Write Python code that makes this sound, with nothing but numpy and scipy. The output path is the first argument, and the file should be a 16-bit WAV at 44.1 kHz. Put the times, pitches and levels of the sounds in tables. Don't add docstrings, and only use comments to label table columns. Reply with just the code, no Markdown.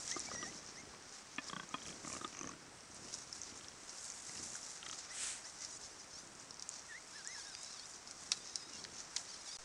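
import sys
import numpy as np
from scipy import signal
from scipy.fft import rfft, irfft
from scipy.io import wavfile
from scipy.ndimage import uniform_filter1d

SR = 44100
rng = np.random.default_rng(int(sys.argv[2]) if len(sys.argv) > 2 else 0)


def decibels_to_gain(level_db):
    exponent = np.asarray(level_db, float) / 20
    return 10 ** exponent


def store_wav(level_fs):
    pcm = np.round(np.clip(np.atleast_2d(level_fs), -1, 1) * 32767)
    wavfile.write(sys.argv[1], SR, pcm.T.astype(np.int16))


N = 425124


def unit(x):
    return x / np.sqrt(np.mean(x ** 2))


def curve(points, at):
    hz, db = np.transpose(points)
    return decibels_to_gain(np.interp(np.log(np.maximum(at, 1)), np.log(hz), db))


def colour(x, points, lo=0, hi=SR):
    hz = np.fft.rfftfreq(N, 1 / SR)
    low_edge = 1 / np.sqrt(1 + (lo / np.maximum(hz, 1)) ** 20)
    high_edge = 1 / np.sqrt(1 + (hz / hi) ** 20)
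    return unit(irfft(rfft(x) * curve(points, hz) * low_edge * high_edge, N))


def walk(rate):
    k = int(SR / rate)
    steps = np.repeat(rng.standard_normal(N // k + 1), k)
    return unit(uniform_filter1d(uniform_filter1d(steps, k), k)[:N])


def level_over_time(table):
    s, db = np.transpose(table)
    return np.interp(np.arange(N) / SR, s, db)


def add(out, s, sound):
    i = int(s * SR)
    out[i:i + len(sound)] += sound[:N - i]


def swells(rows):
    power, t = np.zeros(N), np.arange(N) / SR
    for s, db, fall_s in rows:
        distance = np.maximum(s - t, (t - s) / 1.112)
        power += decibels_to_gain(db - 10 * distance / fall_s) ** 2
    return np.sqrt(power)


def throat_pulse(throat, level_db, open_db, detune, scatter_db):
    t = np.arange(SR // 16)[:, None] / SR
    hz, db, t60 = np.transpose(throat)
    level_chance, pitch_chance = rng.standard_normal((2, len(hz)))
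    opening_db = max(open_db, 0)
    treble_db = open_db * np.clip(np.log2(hz / 1400), 0, 1)
    boom_db = -0.45 * np.where(hz < 700, open_db, opening_db * (hz < 1200))
    gain = decibels_to_gain(db + treble_db + boom_db + scatter_db * level_chance)
    pitch = hz * (1 + detune * pitch_chance + 0.014 * opening_db * (hz < 2000))
    decay = decibels_to_gain(-60 * t / t60 * (1 + opening_db / 12))
    noise = rng.standard_normal((len(t), len(hz)))
    air = 1 + decibels_to_gain(-12) * uniform_filter1d(noise, size=40, axis=0) * np.sqrt(40)
    soft_start = 1 - np.exp(-t / .0004)
    ring = np.sin(2 * np.pi * pitch * t) * decay * air * soft_start
    return -decibels_to_gain(level_db + 1.5) * (gain * ring).sum(axis=1)


def grunts(table, throat, detune=.015, scatter_db=1.5):
    out = np.zeros(N)
    for first, last, count, level_db, open_db in table:
        for s in np.linspace(first, last, round(count)):
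            add(out, s, throat_pulse(throat, level_db, open_db, detune, scatter_db))
    return signal.sosfilt(signal.butter(4, [130, 4600], "band", fs=SR, output="sos"), out)


def popping_sow():
    pops = [
        (.1618, .1618, 1, -46, -10),
        (.1645, .1645, 1, -34.5, -11),
        (.4275, .4275, 1, -38.5, -16),
        (1.7096, 1.7096, 1, -50, -4),
        (2.212, 2.212, 1, -39, -9),
        (2.2418, 2.2418, 1, -46, -3),
        (2.2455, 2.2455, 1, -32, 0),
    ]
    throat = [(335, -8, .035), (620, -14, .02), (1240, 0, .045), (1540, -11, .03), (1750, -15, .03),
              (2000, -16, .03), (2630, -19, .03), (3045, -17, .025), (3650, -4, .016)]
    return grunts(pops, throat)


def barking_sow():
    bark = [
        (1.3826, 1.3826, 1, -34, 0),
    ]
    bark_throat = [(271, -4, .045), (641, -13, .05), (1017, -9, .045), (1196, -5, .045), (1765, -3, .06),
                   (2269, -12, .045), (2482, -1, .04), (2737, -7, .035), (3299, -5, .035),
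                   (3890, -17, .025)]
    second_bark = [
        (1.7412, 1.7412, 1, -34, 0),
    ]
    second_throat = [(275, -4, .045), (675, -8, .045), (1040, -1, .05), (1221, 0, .05), (1789, -10, .05),
                     (2472, -6, .045), (2754, -16, .035), (3305, -3, .045), (3860, -18, .025)]
    return grunts(bark, bark_throat, .004, .7) + grunts(second_bark, second_throat, .004, .7)


def creaking_sow():
    creaks = [
        (.0823, .1167, 2, -48, 13),
        (1.4976, 1.4976, 1, -38, 6),
        (1.531, 1.5974, 3, -35.5, 0),
        (1.6318, 1.6318, 1, -44, -1),
        (1.7829, 1.9266, 5, -50, 14),
    ]
    creak_throat = [(190, -7, .04), (600, -17, .02), (1140, 0, .026), (1350, -7, .015), (1510, -4, .03),
                    (1950, -10, .022), (2580, -7, .01), (3270, -4, .022), (3700, -17, .018)]
    gapes = [
        (3.6093, 3.6093, 1, -52, 4),
        (3.6815, 3.7185, 2, -57, 2),
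        (4.829, 4.829, 1, -45, 6),
        (4.8637, 4.8637, 1, -40, 1),
        (4.8965, 4.9283, 2, -42, 0),
    ]
    gape_throat = [(1290, -3, .03), (1720, -6, .022), (1860, -7, .022), (2900, 0, .016), (3250, 2, .02),
                   (3650, 0, .014)]
    return grunts(creaks, creak_throat) + grunts(gapes, gape_throat, .02, 2)


def rasping_sow():
    rasps = [(1.864, 1.904, 3, -52, 3), (2.0478, 2.0997, 3, -45, -6), (2.1197, 2.1651, 4, -46, -3),
             (2.3277, 2.3901, 4, -51, 4), (2.411, 2.4729, 3, -47, -3), (2.4929, 2.535, 3, -50, -4),
             (2.381, 2.431, 2, -51, -2), (3.0655, 3.1039, 3, -61, 9), (3.515, 3.5604, 3, -61, 9),
             (4.2942, 4.2942, 1, -50, 3), (4.3561, 4.379, 2, -52, 7)]
    throat = [(290.6, 1, 0.0218), (614, 0, 0.016), (1170, 4, 0.024), (1820, -2, 0.022), (2277, 1, 0.018),
              (2800, -1, 0.018)]
    # (time [s], peak level [dB], centre frequency [Hz])
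    nose_rings = [
        (2.3496, -41, 6000),
        (2.3695, -39, 6100),
        (2.3905, -33, 6150),
        (2.4112, -34, 6150),
        (2.4314, -37, 6200),
        (2.4513, -42, 6200),
        (2.4723, -35, 6200),
        (2.491, -35, 6250),
    ]
    return grunts(rasps, throat, detune=.06, scatter_db=2.5) + snaps(nose_rings, .09, -40)


def chest(creak_hz=31, depth=0.38):
    # (frequency [Hz], level [dB])
    chest_colour = [(30, -17), (70, -3), (140, -2), (280, 0), (400, -3), (600, -10), (1000, -28),
                    (4000, -48)]
    # (peak time [s], level [dB], time to fall 10 dB [s])
    rumbles = [(.12, -65, 0.4), (.43, -57.5, 0.25), (.9, -61.5, 0.1536), (1.55, -62.5, 0.1543),
               (1.9, -57, 0.14), (2.12, -60.5, 0.13), (2.25, -63, 0.06), (2.47, -56, 0.1047),
               (2.69, -63.5, 0.09), (3.05, -61, 0.19), (3.55, -64.5, 0.41), (4.42, -60.5, 0.13),
               (4.9, -66.5, 0.1), (5.85, -68, .3), (6.3, -67.5, 0.25), (8.3, -67, .25), (8.85, -63, 0.23)]
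    phase = np.cumsum(creak_hz * (1 + .15 * walk(5.4))) / SR % 1
    throb = 1 - depth + depth * 3 * np.exp(-phase / 0.133)
    breath = unit(throb * colour(rng.standard_normal(N), chest_colour))
    herd = decibels_to_gain(-73)
    return decibels_to_gain(2.5) * np.hypot(swells(rumbles), herd) * breath


def slide(s, length, start_hz, end_hz):
    return [(s, start_hz), (s + .55 * length, end_hz), (s + length, end_hz)]


def glide(path, db):
    s, hz = np.transpose(path)
    t = np.arange(s[0], s[-1], 1 / SR)
    pitch = uniform_filter1d(np.interp(t, s, hz), size=SR // 100)
    phase = 2 * np.pi * np.cumsum(pitch) / SR
    flutter = decibels_to_gain(45 * uniform_filter1d(rng.standard_normal(len(t)), size=SR // 150))
    ends = np.clip(np.minimum(t - s[0], s[-1] - t) / .005, 0, 1)
    arch = decibels_to_gain(db - 4 * np.linspace(-1, 1, len(t)) ** 2)
    return s[0], phase, pitch, np.sqrt(2) * ends * flutter * arch


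def whistling_snout():
    # (start [s], length [s], from pitch [Hz], to pitch [Hz], level [dB])
    slides = [
        (0.104, 0.054, 1657, 2080, -51),
        (0.268, 0.0247, 2247, 2302, -55),
        (0.459, 0.0307, 640, 790, -57),
        (0.753, 0.066, 1603, 2132, -57),
        (5.091, 0.0486, 1586, 2029, -56.5),
        (5.58, 0.0707, 1932, 2054, -64.5),
        (7.378, 0.013, 957, 931, -55),
        (8.72, 0.061, 2950, 2760, -64),
    ]
    # (third overtone [dB], level [dB], path of (time [s], pitch [Hz]))
    warbles = [
        (4, -54.5, [(.296, 1490), (.32, 1910), (.338, 2015), (.37, 1865), (.4, 1975), (.43, 1955), (.46, 1810), (.485, 2010), (.505, 2030)]),
        (7, -62, [(5.438, 1400), (5.455, 1830), (5.47, 2000), (5.49, 2020)]),
        (-20, -52, [(6.885, 1882), (6.9, 1918), (6.935, 1691), (6.965, 2037), (6.99, 2155)]),
        (-4, -58, [(7.13, 1529), (7.164, 1789), (7.225, 1490)]),
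        (-2, -57, [(7.245, 1520), (7.28, 1892), (7.335, 2140), (7.36, 1720), (7.41, 1588)]),
        (-26, -62, [(7.445, 1580), (7.463, 1680), (7.535, 1476)]),
    ]
    calls = []
    for s, length, start_hz, end_hz, db in slides:
        octaves_off = np.log2(3 * end_hz / 6000)
        third_db = 2 - min(10 * (octaves_off / .2) ** 2, 20)
        calls.append((third_db, db, slide(s, length, start_hz, end_hz)))
    out = np.zeros(N)
    for third_db, db, path in calls + warbles:
        s, phase, pitch, env = glide(path, db)
        second = decibels_to_gain(-17) * np.sin(2 * phase)
        tiring_db = 3 * np.linspace(1, -1, len(env))
        third = decibels_to_gain(third_db + tiring_db) * np.sin(3 * phase)
        add(out, s, env * (np.sin(phase) + second + third))
    return out


def waver(count):
    wander = uniform_filter1d(rng.standard_normal(count), size=SR // 40)
    return decibels_to_gain(2 * np.sqrt(SR / 40) * wander)


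def squeaking_snout():
    # (share of the resonance frequency [ratio], level [dB])
    squeak_colour = [(.25, -20), (.55, -13), (.7, -7), (.85, 0), (1, 4), (1.2, 1), (1.45, -8), (1.7, -12),
                     (1.95, -7), (2.15, -26), (2.6, -40)]
    # (time [s], frequency [Hz])
    nostril = [(5.7, 6100), (5.9, 5600), (6.1, 5700), (7.1, 4700), (7.3, 5200), (7.6, 4600), (8.33, 3900),
               (8.46, 4700), (9.27, 5000), (9.5, 4900)]
    # (start [s], length [s], rim pitch [Hz], turn pitch [Hz], level [dB])
    sniffs = [
        (5.695, .085, 1230, 955, -60),
        (5.93, .12, 1350, 800, -71),
        (5.98, .07, 1230, 955, -65),
        (8.33, .07, 1150, 1340, -67),
        (8.4, .045, 1180, 1215, -65),
        (8.77, .035, 1060, 1120, -64),
        (9.272, .063, 1200, 1620, -61),
        (9.33, .04, 1230, 990, -59),
        (9.455, .085, 1400, 1110, -59),
        (9.515, .058, 970, 1290, -58),
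    ]
    # (start [s], length [s], from pitch [Hz], to pitch [Hz], level [dB])
    slides = [
        (5.9, .04, 950, 1250, -66),
        (9.36, .06, 1130, 1400, -64),
        (9.4, .025, 1230, 1270, -63),
    ]
    # (level [dB], path of (time [s], pitch [Hz]))
    warbles = [
        (-63, [(6.1, 1220), (6.12, 1060), (6.135, 1025), (6.155, 1090), (6.17, 1095), (6.19, 1215), (6.235, 1245)]),
        (-63, [(7.13, 1240), (7.16, 1335), (7.195, 1375), (7.215, 1650), (7.235, 1950)]),
        (-60, [(7.285, 1400), (7.32, 1265), (7.35, 1330), (7.372, 1405), (7.395, 1260), (7.415, 1050), (7.435, 1190), (7.455, 1420)]),
        (-61, [(7.44, 1290), (7.465, 1860), (7.495, 1900), (7.514, 1690)]),
        (-62, [(7.515, 1350), (7.55, 1150), (7.568, 1240), (7.62, 1240), (7.647, 1355), (7.665, 1300), (7.69, 1320)]),
        (-63, [(7.685, 1310), (7.71, 1400), (7.74, 1340), (7.795, 1065), (7.82, 1110), (7.845, 1250), (7.86, 1250)]),
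        (-64, [(8.46, 1330), (8.52, 1260), (8.57, 1360), (8.63, 1240), (8.69, 1310), (8.71, 1230), (8.725, 950)]),
    ]
    calls = []
    for s, length, rim, turn, db in sniffs:
        path = [(s + length * (u + 1) / 2, turn + (rim - turn) * abs(u) ** 1.4)
                for u in np.linspace(-1, 1, num=9)]
        calls.append((db, path))
    for s, length, start_hz, end_hz, db in slides:
        calls.append((db, slide(s, length, start_hz, end_hz)))
    colour_hz = [(1000 * share, db) for share, db in squeak_colour]
    out = np.zeros(N)
    for db, path in calls + warbles:
        s, phase, pitch, env = glide(path, db)
        resonance_hz = np.interp(s, *np.transpose(nostril))
        buzz = np.zeros(len(env))
        for k in range(1, 10):
            gain = curve(colour_hz, 1000 * k * pitch / resonance_hz)
            buzz += gain * waver(len(env)) * np.sin(k * phase + k * k)
        add(out, s, env * buzz)
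    return out


def snort():
    # (time [s], level [dB])
    breath = [
        (5.09, -64),
        (5.16, -46.5),
        (5.23, -40),
        (5.3, -44),
        (5.36, -48.5),
        (5.43, -64),
    ]
    # (frequency [Hz], level [dB])
    snort_colour = [(700, -16), (2000, -6.5), (3500, -8), (4800, -8.5), (6200, -3.5), (8300, 0),
                    (10500, -14.5), (12500, -25)]
    return decibels_to_gain(level_over_time(breath) + walk(27)) * colour(rng.standard_normal(N), snort_colour)


def crackle(per_s, spread_db, ring_s):
    sizes = decibels_to_gain(spread_db * np.minimum(rng.exponential(size=N), 4))
    hits = (rng.random(N) < per_s / SR) * sizes
    return unit(signal.lfilter([1], [1, -np.exp(-1 / (ring_s * SR))], hits))


def leaves():
    # (frequency [Hz], level [dB])
    leaf_colour = [(290, -35.5), (500, -1.5), (742, 5.5), (806, 4.5), (874, 3.5), (2060, 3.5), (4370, -8),
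                   (5740, -0.5), (7960, -10.5), (10000, -21), (13000, -29)]
    # (time [s], level [dB])
    stirring = [(0, -59), (.7, -59), (1.2, -61.5), (1.55, -59), (2.4, -59), (2.85, -65), (4.1, -60),
                (5.2, -58), (5.6, -63), (6.3, -67.5), (7.3, -61), (8, -64.5), (9.64, -58.5)]
    # (peak time [s], level [dB], time to fall 10 dB [s],
    # crisp top [dB])
    shuffles = [(0, -50, 0.0853, -4), (.1, -48.5, 0.12, -5), (.21, -48.5, 0.14, -6), (.4, -53.5, 0.32, -8),
                (1.15, -54, 0.08, -6), (1.49, -53.5, .04, -3), (.48, -55, .02, -1), (1.88, -55.5, 0.11, -2),
                (2.12, -52.5, 0.12, -1), (2.95, -55, 0.03, -7), (3.14, -49.5, 0.1, -2),
                (3.36, -52.5, 0.06, -4), (3.46, -54.5, 0.1, -5), (3.57, -56, 0.07, -3),
                (3.89, -54, 0.08, -6.5), (4.05, -55.5, 0.18, 3), (4.45, -52.5, 0.32, 3.5),
                (4.56, -54, .03, 3), (4.68, -57, .06, -3), (4.97, -53.5, 0.28, -7),
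                (5.64, -48.5, 0.07, -4.5), (5.85, -51.5, 0.073, -5), (6.18, -57.5, 0.1, -5.5),
                (6.41, -57, 0.06, -5), (6.76, -56, 0.2, -3), (7.4, -55, 0.33, -2.5), (7.64, -52.5, .04, 1),
                (7.72, -54, 0.16, -5), (8.22, -55, 0.3, -7), (8.332, -47, 0.03, -4), (8.48, -52, 0.085, -8),
                (8.76, -50.5, .08, -6), (9.005, -49, 0.09, -11), (9.182, -49.5, 0.05, 0),
                (9.29, -55, 0.06, -9),
                (5.47, -57, .1, 3),
        (7.9, -59, 0.1, 1),
        (9.49, -54, .12, 0),
    ]
    rows = shuffles
    stir = decibels_to_gain(level_over_time(stirring))
    near = swells([(s, db, fall_s) for s, db, fall_s, crisp_db in rows])
    crisp = swells([(s, db + crisp_db, fall_s) for s, db, fall_s, crisp_db in rows])
    cracks = .5 + .3 * crackle(600, 3.6, .0012) + .2 * crackle(40, 1.5, .01)
    grain = cracks * rng.standard_normal(N)
    core = decibels_to_gain(1.2 * walk(25)) * colour(grain, leaf_colour, 4000, 7100)
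    top = decibels_to_gain(2.2 * walk(14) - 1.5) * colour(grain, leaf_colour, 7300)
    smoother = grain + .7 * rng.standard_normal(N)
    body = decibels_to_gain(-1.5) * colour(smoother, leaf_colour, 450, 4000)
    core_level = np.hypot(stir, near)
    top_level = np.hypot(decibels_to_gain(-20) * stir, crisp)
    body_level = np.hypot(decibels_to_gain(-1.5) * stir, decibels_to_gain(-8.5) * near)
    return decibels_to_gain(-2.0) * (core_level * core + top_level * top + body_level * body)


def snaps(table, width, body_db):
    out, t = np.zeros(N), np.arange(SR // 16) / SR
    hz = np.fft.rfftfreq(len(t), 1 / SR)
    dull = 1 / (1 + 1j * (hz / 2400 - 2400 / (hz + 1)) / 0.79) ** 2
    soft_top = (1 + 1j * hz / 10500 - (hz / 9500) ** 2) ** 3
    envelope = np.exp(-t / .00075) + decibels_to_gain(-20) * np.exp(-t / .011)
    for s, db, centre in table:
        burst = (rng.standard_normal(len(t)) + 3.3 * (t == 0)) * envelope
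        ring = 1 / (1 + 1j * (hz / centre - centre / (hz + 1)) / width) ** 2
        body = decibels_to_gain(body_db) * min(centre / 2400, 1) ** 2 * dull
        snap = irfft(rfft(burst) * (ring + body) / soft_top, len(t))
        add(out, s, decibels_to_gain(db - 1.0) * snap / np.abs(snap).max())
    return out


def twigs():
    twig_snaps = [(4.8884, -33.5, 4790), (5.271, -27, 7800), (2.2777, -35, 5300), (6.596, -32, 5370),
                  (6.6237, -30.5, 5240), (6.691, -25, 6900), (7.2475, -35, 5440), (7.2741, -26.5, 7300),
                  (7.5504, -29, 4780), (7.796, -33, 5040), (8.111, -30.5, 5650), (8.3182, -14.5, 5430),
                  (8.3195, -14.5, 4350), (8.3186, -26, 2500), (8.3189, -24, 3400), (8.3192, -37, 1350),
                  (7.5506, -38.5, 2700), (8.8497, -37.5, 2000), (.1175, -34, 3400), (.2872, -42, 700),
                  (.3148, -36, 1200), (.315, -41, 550), (.3488, -39, 1200), (.349, -44, 550),
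                  (.4275, -37, 2900), (.525, -44, 2400), (.938, -45, 1000), (.948, -45, 2150),
                  (3.6452, -41, 3600), (4.553, -41, 1500), (9.26, -44, 2700), (8.5568, -21, 5500),
                  (8.8407, -31, 4670), (8.8495, -34, 4300), (9.1637, -19.5, 4890), (9.1652, -23, 4700),
                  (9.1662, -25, 6200), (9.1677, -25, 4400), (9.1686, -31, 2920), (9.17, -46, 890)]
    return snaps(twig_snaps, 0.44, -12.5)


def stalks():
    ticks = [(0.0767, -35, 6050), (0.1133, -26, 6160), (0.1943, -28.5, 7700), (0.2019, -28.5, 5730),
             (0.5756, -41, 5500), (0.6634, -38.5, 5820), (1.0924, -43, 5570), (1.1248, -36.5, 5780),
             (1.3394, -43, 6390), (1.3618, -37, 6440), (1.4421, -38, 5510), (1.4845, -36, 4900),
             (1.5574, -42, 5880), (1.6906, -38, 6290), (1.8632, -36, 5700), (1.8826, -34, 5700),
             (2.0792, -33, 7100), (2.0996, -37, 6310), (2.128, -34, 5730), (2.5122, -43, 8000),
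             (2.945, -42, 8800), (2.807, -39.5, 5420), (2.9143, -43, 5850), (3.141, -27.5, 5730),
             (3.3275, -30, 5400), (3.4164, -29, 6220), (3.434, -34, 5490), (3.5748, -39, 6670),
             (3.684, -34, 5600), (3.8342, -43, 5830), (3.8935, -37, 5540), (3.9838, -37, 5230),
             (4.1016, -30.5, 6600), (4.121, -34, 5640), (4.252, -38, 5530), (4.2936, -35, 5670),
             (4.374, -35, 5450), (4.5027, -34, 6520), (4.555, -31, 5950), (4.6299, -36.5, 5680),
             (4.9127, -30, 6240),
             (5.6082, -34, 5590), (5.6481, -31.5, 5240), (5.7728, -44, 6020), (5.8366, -38, 5260),
                  (6.2741, -41, 6890), (6.3515, -44, 5640), (6.3989, -40, 5780), (6.5077, -36, 5000),
                  (6.543, -38.5, 5850), (6.57, -40, 5530), (6.7136, -41, 5430), (6.7401, -34, 5610),
                  (6.794, -37, 5720), (7.0748, -45, 5490), (7.1272, -43, 5490), (7.4694, -42, 5680),
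                  (7.6316, -37, 6610), (7.6464, -36, 5360), (7.7394, -37, 5790), (7.857, -37, 5520),
                  (7.9369, -40, 4970), (7.9594, -43, 6090), (8.074, -38, 5280), (8.4522, -42, 6410),
                  (8.4731, -38, 5470), (8.4964, -39, 5450), (8.7347, -36, 5540), (8.7514, -38, 5400),
                  (8.9835, -39, 5480), (9.0034, -35, 5740), (9.0962, -43, 5270)]
    crisps = [(0.1945, -37, 7690), (0.4733, -47, 7540), (0.6634, -46, 7460), (1.4421, -48, 7700),
              (2.0792, -40, 7780), (2.1276, -41, 7510), (2.807, -49, 7410), (3.1413, -38, 8070),
              (3.4161, -44, 7640), (4.1016, -41, 7850), (4.1854, -43, 8070), (4.374, -35, 8170),
              (4.777, -48, 7580), (5.1746, -35, 8070), (5.218, -33, 8170), (5.2709, -31, 8110),
              (6.5076, -46, 8040), (6.6912, -35, 9500), (7.2739, -32, 8560), (7.6316, -37, 9290),
              (8.3185, -28, 7710), (8.5565, -44, 7470), (8.7345, -45, 8230), (9.1641, -36, 9350)]
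    edges = [(s, db - 3, centre) for s, db, centre in crisps if db < -33]
    return snaps(ticks + edges, 0.22, -24)


def hiss():
    # (frequency [Hz], level [dB])
    hiss_colour = [(12, -43.5), (20, -1.5), (238, -4.5), (580, 0), (1340, 2), (2910, -8.5), (3740, -10.5),
                   (5680, -3.5), (7940, -35), (10200, -32), (12100, -30.5), (15500, -30)]
    return decibels_to_gain(-61) * colour(rng.standard_normal(N), hiss_colour)


def dropout(heard):
    into_gap = (np.arange(N) / SR - 9.5705) / .016
    gate = np.clip(np.abs(2 * into_gap - 1) * 8 - 7, .03, 1)
    restart = (into_gap > 1) * np.exp(-np.abs(into_gap) / 6)
    return heard * gate + .001 * restart


def scene():
    voices = popping_sow() + barking_sow() + creaking_sow() + rasping_sow() + chest()
    noses = whistling_snout() + squeaking_snout() + snort()
    litter = leaves() + twigs() + stalks()
    return np.tile(voices + noses + litter, (2, 1))


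def low_pass(x):
    return signal.sosfilt(signal.butter(12, 15630, fs=SR, output="sos"), x)


def record(dry):
    heard = signal.sosfilt(signal.butter(8, 10500, fs=SR, output="sos"), dry)
    mix = dropout(heard + hiss())
    return low_pass(mix)


dry = scene()
out = record(dry)
store_wav(out)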